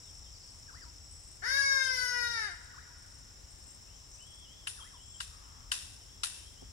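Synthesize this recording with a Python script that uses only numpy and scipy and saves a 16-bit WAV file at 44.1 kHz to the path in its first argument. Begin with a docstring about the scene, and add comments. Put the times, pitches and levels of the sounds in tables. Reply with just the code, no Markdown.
"""Insects buzz and chirp from the first moment, over a low rumble, while small birds whistle far off.
In this open marsh an ibis soon gives one long nasal cry: harmonics shaped by throat resonances, rising,
sinking and breaking up, and trees throw it back. Later four sharp clacks ring broad resonances half a
second apart, and a soft dull bump follows. Insects are pulsed noise bands and gliding tones, the birds
gliding sines, rumble and air filtered noise. Two spaced microphones hear it."""
import sys
import numpy as np
from scipy import signal
from scipy.fft import rfft, irfft
from scipy.io import wavfile
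from scipy.ndimage import uniform_filter1d

SR = 44100
rng = np.random.default_rng(int(sys.argv[2]) if len(sys.argv) > 2 else 0)


def generate_wav(sig):
    """Save sig (samples, or channels by samples) to the path in sys.argv[1] as 16-bit PCM at SR."""
    pcm = np.round(np.clip(np.atleast_2d(sig).T, -1, 1) * 32767).astype(np.int16)
    wavfile.write(sys.argv[1], SR, pcm)


N = 296352
T = np.arange(N) / SR
HZ = np.fft.rfftfreq(2 * N, 1 / SR)
MIC_LAG_S = 0.00102


def undb(db):
    """Logarithmic level: decibels become an amplitude gain."""
    return 10 ** (np.asarray(db) / 20)


def unit(x):
    """Normalisation: scale to an rms of 1."""
    return x / np.sqrt(np.mean(x ** 2))


def curves(table):
    """Linear interpolation: each column of a time table, one value a sample."""
    s, *columns = np.transpose(table)
    return [np.interp(T, s, c) for c in columns]


def gain_at(hz, spectrum):
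    """Frequency response: gain of a (frequency [Hz], level [dB]) table, interpolated on log frequency."""
    f, db = np.transpose(spectrum)
    return undb(np.interp(np.log(hz + 1), np.log(f), db))


def colour(x, spectrum):
    """Linear filtering: multiply the spectrum of a sound by a frequency response."""
    return irfft(rfft(x, 2 * N) * gain_at(HZ, spectrum))[..., :N]


def resonate(x, hz, width):
    """Resonance: one peak applied twice, for steep skirts."""
    b, a = signal.iirpeak(hz, hz / (1.55 * width), fs=SR)
    return signal.lfilter(b, a, signal.lfilter(b, a, x))


def walk(rate):
    """Random modulation: a continuous wander of spread 1 with `rate` new values a second."""
    levels = rng.standard_normal(8192)
    return unit(np.interp(T * rate, np.arange(len(levels)), levels))


def ports(x, pan_db, lag_s=MIC_LAG_S):
    """Time and level differences: the left microphone hears it later, the right one pan_db weaker."""
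    left = np.pad(x, (round(lag_s * SR), 0))[:N]
    right = x * undb(-np.clip(pan_db, -3, 20))
    return np.array([left, right])


def echoes(x, t60, onset_s, spectrum, grain_db=4):
    """Diffuse scattering: many surfaces, a few strong, build up and decay, unrelated left and right."""
    t = T[:2 * SR]
    strength_db = grain_db * rng.standard_normal((2, len(t) // 100))
    strength = undb(np.repeat(strength_db, 100, axis=1))
    envelope = undb(-60 * t / t60) * (1 - np.exp(-t / onset_s))
    response = rng.standard_normal((2, len(t))) * strength * envelope
    response /= np.sqrt(np.sum(response ** 2, axis=1, keepdims=True))
    scattered = signal.fftconvolve(x[None], response, axes=1)[:, :N]
    return colour(scattered, spectrum)


# strength and direction of the cry: (time [s], relative level [dB], left minus right [dB])
CRY = [(1.418, -29.5, 6), (1.5, -30, 13), (1.56, -25.5, 10), (1.79, -25, 9.5), (1.849, -30.5, 16.5),
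       (2.12, -31.5, 12.5), (2.26, -29.5, 10.5), (2.32, -37.5, 9), (2.37, -33.5, 5), (2.54, -34.5, 7)]
# fundamental of the cry: (time [s], frequency [Hz])
CRY_PITCH = [(1.42, 333), (1.444, 420.5), (1.462, 476.3), (1.518, 538.3), (1.578, 554.4), (1.738, 542.2),
             (2.002, 502.3), (2.33, 471.3), (2.454, 418), (2.476, 404.5), (2.504, 353.7), (2.54, 348.2)]
# resonances of throat and bill: (frequency [Hz], relative level [dB])
THROAT = [(520, -18), (740, -7), (900, -16.5), (1080, -19.5), (1450, -0.5), (1700, 5), (2200, -13.5),
          (2550, -27), (2950, -18), (3350, -32.5), (3750, -8.5), (4200, -21.5), (4600, -7.5), (5400, -5.5),
          (7300, -27), (8500, -33), (9600, -21.5), (10700, -35), (11700, -30.5), (14000, -60)]
# spectrum the trees send back: (frequency [Hz], relative level [dB])
TREES = [(400, -10), (1000, 4), (1700, -3.5), (2500, 4.5), (5000, -3), (10000, -43)]
CRY_LAG_S = 0.00094
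HOARSE_JITTER = 0.0282  # spread of the pitch, as a fraction, at roughness 1


def ibis():
    """Source and filter: harmonics of a gliding pitch pass fixed throat resonances, hoarse at both ends."""
    hz, = curves(CRY_PITCH)
    db, pan_db = curves(CRY)
    envelope, treble, rough = cry_shape()
    on = envelope > 0
    # the membranes beat unevenly, the more so the hoarser the voice
    hz = hz * (1 + 0.00062 * walk(60) + HOARSE_JITTER * rough * walk(500))
    phase = 2 * np.pi * np.cumsum(hz) / SR
    body, edge = np.zeros(N), np.zeros(N)
    for k in range(1, 28):
        # shifting paths through the air make each harmonic flutter, the high ones most
        flutter = undb(0.83 * np.sqrt(k) * walk(20)[on])
        size = gain_at(k * hz[on], THROAT) * flutter
        partial = size * np.sin(k * phase[on] + rng.uniform(0, 2 * np.pi))
        # crossfade from body to edge between 2700 and 3500 Hz
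        high = np.clip((k * hz[on] - 2700) / 800, 0, 1)
        body[on] += (1 - high) * partial
        edge[on] += high * partial
    # even out each part's strength over 25 ms, so that the envelopes below set it
    body, edge = (x / np.sqrt(np.abs(uniform_filter1d(x ** 2, SR // 40)) + 1e-5) for x in (body, edge))
    breath = unit(colour(rng.standard_normal(N), THROAT))
    rasp = breath * (1 + np.cos(phase)) * rough * undb(-17)
    body = envelope * undb(db) * (body + rasp)
    edge = envelope * treble * edge
    voice = body + edge
    left, right = ports(body, pan_db, CRY_LAG_S) + ports(edge, pan_db=11.0, lag_s=CRY_LAG_S)
    # the right side is shaded unevenly across the spectrum
    right = colour(right, [(500, 6.5), (1100, -2.5), (1600, -7), (2200, 8.5),
                           (3900, 5.5), (6300, 2.5), (9500, 2.5), (13000, 13.5)])
    early = echoes(voice, t60=0.28, onset_s=0.0049,
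                   spectrum=[(500, -9), (1600, 7), (3000, 14.0), (5000, 9), (12000, 13)])
    late = echoes(voice, t60=2.49, onset_s=0.0067, spectrum=TREES)
    reflected = undb(-14.5) * early + undb(-15.5) * late
    return np.array([left, right]) + reflected * undb([[0], [-4]])


CRY_ATTACK_S, CRY_RELEASE_S, CRY_RELEASE_DB = 0.027, 0.1, -12.5
# the treble sags through the cry and drops further as it breaks up
CRY_TREBLE_DB, TREBLE_SAG_DB_PER_S, TREBLE_ATTACK_S, TREBLE_BREAK_DB = -31, 8, 0.058, -4
# roughness added at the start, held throughout and added at the end; how soon it clears and how long it breaks
HOARSE_START, HOARSE_HELD, HOARSE_END, CLEARS_S, BREAKS_S = 1, 0.05, 0.28, 0.11, 0.2


def cry_shape():
    """Temporal envelope: the cry swells, holds and dies away; treble comes later; both ends are hoarse."""
    start, end = CRY[0][0], CRY[-1][0]
    age = np.maximum(T - start, 0)

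    def ending(length_s):
        """Linear ramp: 0 to 1 over the last length_s of the cry."""
        return np.clip(1 + (T - end) / length_s, 0, 1)

    attack = 1 - np.exp(-age / CRY_ATTACK_S)
    release = undb(CRY_RELEASE_DB * ending(CRY_RELEASE_S))
    envelope = attack * release * np.interp(T, [end, end + 0.0082], [1, 0])
    treble_db = CRY_TREBLE_DB - TREBLE_SAG_DB_PER_S * age + TREBLE_BREAK_DB * ending(BREAKS_S)
    treble = undb(treble_db) * (1 - np.exp(-age / TREBLE_ATTACK_S))
    rough = HOARSE_HELD + HOARSE_START * np.exp(-(age / CLEARS_S) ** 2)
    rough = rough + HOARSE_END * np.minimum(2 * ending(BREAKS_S), 1)
    return envelope, treble, rough


# clacks: (time [s], relative level [dB], body [dB], treble [dB], tail [dB], tail treble [dB], pitch factor [1])
CLACKS = [(4.67, -23.5, -8.5, -13, -11.5, 4.5, 1), (5.2023, -24, 1.5, 4, -12.5, 1, 0.99),
          (5.7157, -18, -4.5, 0, -9, 1.5, 0.983), (6.2337, -19.5, 5.5, 13.5, -9, 2.5, 0.94)]
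# resonances a clack rings with: (frequency [Hz], width [Hz], relative level [dB])
CLACK_MODES = [(1045, 99, -10), (1505, 236, 5.5), (2886, 290, 4), (3920, 1270, 1.5), (8900, 1700, -9)]
# spectrum of the clacks scattered by the reeds: (frequency [Hz], relative level [dB])
CLACK_TAIL = [(400, -39), (900, -9.5), (1500, -1), (2200, -6), (3100, 4.5), (5200, 0.5), (6600, -0.5),
              (9600, -2.5), (11500, -9), (14000, -26)]


def clacks():
    """Impact excitation: a sharp blow rings broad modes for milliseconds; reeds and trees scatter it longer."""
    direct, scatter = np.zeros(N), np.zeros((2, N))
    # echoes arrive in clumps and interfere, so the tail is grainy and its spectrum ribbed
    ribs = undb(3 * np.interp(HZ, np.arange(400) * 110, rng.standard_normal(400)))
    hiss = irfft(rfft(rng.standard_normal((2, N)), 2 * N) * ribs)[:, :N]
    hiss = unit(colour(hiss, CLACK_TAIL) * undb(1.27 * walk(350)))
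    sheen = colour(hiss, [(6500, -44), (9000, 6), (10800, 10), (12000, -30)])
    t = T[:SR // 20]
    swell = np.exp(-t / 0.0037) * (1 - np.exp(-t / 0.0032))
    for s, db, body_db, treble_db, tail_db, sheen_db, pitch in CLACKS:
        ring = 0
        for hz, width, mode_db in CLACK_MODES:
            mode = resonate(rng.standard_normal(len(t)) * swell, hz * pitch, width)
            tilt_db = body_db * (hz < 2000) + treble_db * (hz > 3500)
            ring = ring + unit(mode) * undb(mode_db + tilt_db)
        i = int((s - MIC_LAG_S) * SR)
        direct[i:i + len(t)] += unit(ring) * undb(db - 16.0)
        age = np.maximum(T - s, 0)
        # a fast and a slow decay together
        fade = undb(-60 * age / 0.14) + undb(-6.5) * undb(-60 * age / 0.79)
        fade = fade * (1 - np.exp(-age / 0.0011))
        tail = hiss + sheen * (undb(sheen_db) - 1)
        scatter += tail * undb(db + tail_db - 4.5) * fade
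    return ports(direct, pan_db=7.5) + scatter * undb([[0], [-3.5]])


def insects():
    """Superposition: a rasp and chirps close by, with their scatter, add to wide choruses."""
    near = chirps() + rasp()
    scattered = echoes(near, t60=0.17, onset_s=0.0021, spectrum=[(5000, 7.0), (9000, -7.5)])
    return ports(near, pan_db=8) + undb(-7.0) * scattered + choruses()


# swells of the nearer rasping insect: (peak time [s], relative level [dB], centre frequency [Hz])
RASP_SWELLS = [(.02, -60, 7950), (1.17, -52.5, 7880), (2.7, -60, 7160), (3.698, -48.5, 7427),
               (4.22, -54, 7540), (5.15, -44, 7410)]
RASP_REST_DB, RASP_RISE_S, RASP_FALL_S = -63, 0.11, 0.064
RASP_SLIDE_HZ, RASP_JITTER_HZ = 90, 34.7


def rasp():
    """Amplitude and frequency modulation: wing strokes pulse a high tone that slides and is a little unsteady."""
    loud = undb(RASP_REST_DB)
    # each swell builds slowly and drops back faster
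    for s, db, _ in RASP_SWELLS:
        loud = loud + undb(db) * np.exp(-np.maximum((s - T) / RASP_RISE_S, (T - s) / RASP_FALL_S))
    _, hz = curves(RASP_SWELLS)
    beat = 2 * np.pi * np.cumsum(46.6 * (1 + 0.01 * walk(6))) / SR
    # each wing stroke slides down in pitch
    hz = hz - RASP_SLIDE_HZ * np.sin(beat) + RASP_JITTER_HZ * walk(400)
    tone = np.sin(2 * np.pi * np.cumsum(hz) / SR)
    strokes = (1 + np.cos(beat)) / 2
    return tone * undb(2.3 * walk(90)) * strokes * loud


# runs of paired insect chirps: (start [s], end [s], mean level [dB])
CHIRP_RUNS = [(0.055, .21, -51), (0.46, .6, -51), (1.109, 1.38, -46), (1.682, 2.06, -47),
              (2.386, 2.65, -49.5), (2.977, 3.21, -50.5), (3.502, 3.78, -49.5), (4.099, 4.39, -50),
              (4.936, 5.38, -57)]


def chirps():
    """Frequency sweep: paired 10 ms pulses fall in pitch, repeated at a nearly steady rate."""
    out = np.zeros(N)
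    t = T[:SR // 100]
    chirp = np.sin(np.pi * t / t[-1]) ** 2 * signal.chirp(t, 8650, t[-1], 7950)
    for start, end, run_db in CHIRP_RUNS:
        for s in np.arange(start, end, 0.0405):
            for delay in (0, 0.011):
                i = int((s + delay + 0.00059 * rng.standard_normal()) * SR)
                out[i:i + len(t)] += chirp * undb(run_db + 2 * rng.standard_normal())
    return out


# insect choruses: (lowest frequency [Hz], highest frequency [Hz], relative level [dB], pulse rate [1/s])
CHORUS = [(5098, 5790, -61, 53), (5260, 5580, -63.5, 27), (5950, 6320, -71, 19), (6910, 7630, -66.5, 32)]
# the choruses start eagerly and settle
EAGER_DB, SETTLE_S = 4, 1.7


def choruses():
    """Band-limited noise: wing resonances pass pulsing noise, one group towards each side."""
    out = np.zeros((2, N))
    eager_db = EAGER_DB * np.exp(-T / SETTLE_S)
    for low_hz, high_hz, db, rate in CHORUS:
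        wings = signal.butter(3, sorted([low_hz, high_hz + 1]), "band", fs=SR, output="sos")
        for side_db in ([[0], [-10]], [[-9], [-2]]):
            beat = 2 * np.pi * np.cumsum(rate * (1 + 0.026 * walk(9.9))) / SR
            strokes = rng.standard_normal(N) * (1 + 0.33 * np.cos(beat))
            level = undb(db + eager_db + 0.5 * walk(2.33))
            out += unit(signal.sosfilt(wings, strokes)) * level * undb(side_db)
    return out


# a far bird's double swoop: (time into the phrase [s], frequency [Hz])
SWOOP = [(0, 1984), (.025, 1567), (.053, 877), (.07, 1059), (.09, 1750), (.13, 2162), (.165, 1450),
         (.19, 936), (.24, 1020)]
# its phrases: (start [s], relative level [dB])
SWOOPS = [(0.668, -58), (2.705, -60.5), (4.759, -57)]
# another bird's warble, a dip and an arch: (time into the phrase [s], frequency [Hz])
WARBLE = [(0, 3635), (.06, 2873), (.11, 3303), (.2, 3420), (.26, 2900)]
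# its phrases: (start [s], relative level [dB])
WARBLES = [(4.41, -59.5), (4.925, -59), (5.399, -69), (5.981, -69), (6.51, -65.5)]
# rising notes that level off: (start [s], length [s], relative level [dB])
RISES = [(3.861, 0.11, -62.5), (4.163, 0.31, -60), (6.363, 0.13, -60.5)]
RISE_FROM_HZ, RISE_TO_HZ, RISE_S = 2350, 3400, 0.06
# falling slurs of small birds: (start [s], length [s], first frequency [Hz], relative level [dB])
SLURS = [(0.029, 0.081, 4120, -60.5), (0.232, .06, 3750, -64.5), (0.33, 0.049, 5100, -60),
         (0.412, .045, 5030, -59), (0.468, .045, 4960, -61), (.73, .045, 5060, -62),
         (0.809, .045, 5100, -55.5), (3.95, .05, 6820, -52), (4.108, .05, 6750, -52),
         (4.798, .04, 3500, -50.5)]
SLUR_OCTAVES_PER_S = 5
# moving air breaks up far whistles and blurs their pitch (a fraction)
WHISTLE_FLUTTER_DB, WHISTLE_WAVER = 4, 0.022


def songbirds():
    """Propagation through moving air: thin gliding sines waver, and trees blur them; a hoarse call joins."""
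    song = np.zeros(N)
    waver = 1 + WHISTLE_WAVER * walk(160)
    flutter = undb(WHISTLE_FLUTTER_DB * walk(55))

    def add(start, length, db, pitch):
        """Frequency modulation: one whistle whose pitch is a function of its age."""
        on = (T > start) & (T < start + length)
        phase = 2 * np.pi * np.cumsum(pitch(T[on] - start) * waver[on]) / SR
        song[on] += undb(db) * np.sin(phase) * flutter[on] * signal.windows.tukey(on.sum(), 0.25)

    for shape, phrases in ((SWOOP, SWOOPS), (WARBLE, WARBLES)):
        ages, pitches = np.transpose(shape)
        for s, db in phrases:
            add(s, ages[-1], db, lambda age: np.interp(age, ages, pitches))
    for s, length, db in RISES:
        add(s, length, db, lambda age: RISE_TO_HZ + (RISE_FROM_HZ - RISE_TO_HZ) * np.exp(-age / RISE_S))
    for s, length, hz, db in SLURS:
        add(s, length, db, lambda age: hz * 2 ** (-SLUR_OCTAVES_PER_S * age))
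    # strongest near 1.4 kHz, weakest near 2.2 kHz
    song = colour(song, [(900, -4), (1400, 7), (2200, -5.5), (3200, 1.5), (6000, -1.0)])
    song += far_caller()
    blurred = echoes(song, t60=0.5, onset_s=0.004, spectrum=[(1000, -10), (3300, -5.5)])
    return ports(song, pan_db=6) + blurred


def far_caller():
    """Resonant noise: a hoarse call around 1240 Hz swells and fades about 5.48 s."""
    swell = np.exp(-((T - 5.48) / 0.21) ** 4)
    return unit(resonate(rng.standard_normal(N), 1240, 400)) * undb(-62.5) * swell


def bump():
    """Damped impulse: a few milliseconds of noise push a low resonance, a soft dull bump by the microphones."""
    age = np.maximum(T - 6.62, 0)
    push = rng.standard_normal(N) * age / 0.0044 * np.exp(-age / 0.004)
    return ports(resonate(push, 310, 180) * undb(-20.0), pan_db=-3)


# spectrum of the low rumble: (frequency [Hz], relative level [dB per Hz])
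RUMBLE = [(20, -22), (33, -4), (52, -0.5), (85, -2.5), (125, -11), (170, -19), (300, -23), (700, -53)]
# spectrum of the open air: (frequency [Hz], relative level [dB per Hz])
AIR = [(100, -4.5), (300, -1.5), (650, -3.5), (1200, -5.5), (2400, -9), (3400, -7.5), (4600, -9),
       (8000, -4), (9000, -14.5), (10800, -11), (11800, -20.5), (15500, -19.5)]


def air():
    """Filtered noise: a low distant rumble under the faint hiss of grass and trees."""
    rumble = unit(colour(rng.standard_normal(N), RUMBLE)) * undb(-54.5 + walk(10))
    hiss = unit(colour(rng.standard_normal((3, N)), AIR)) * undb(0.44 * walk(2.75))
    # two hisses unrelated left and right, and a third from one direction
    wide = undb(-62.5) * hiss[:2]
    sided = undb(-61.0) * ports(hiss[2], pan_db=15.0)
    return ports(rumble, pan_db=3.5) + wide + sided


def scene():
    """Superposition: the cry and the clacks over the life of the marsh."""
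    return ibis() + clacks() + insects() + songbirds() + bump() + air()


def record(dry):
    """Band limiting: a steep elliptic low-pass removes the top above 15750 Hz."""
    return signal.sosfilt(signal.ellip(10, 0.2, 70, 15750, fs=SR, output="sos"), dry)


dry = scene()
out = record(dry)
generate_wav(out)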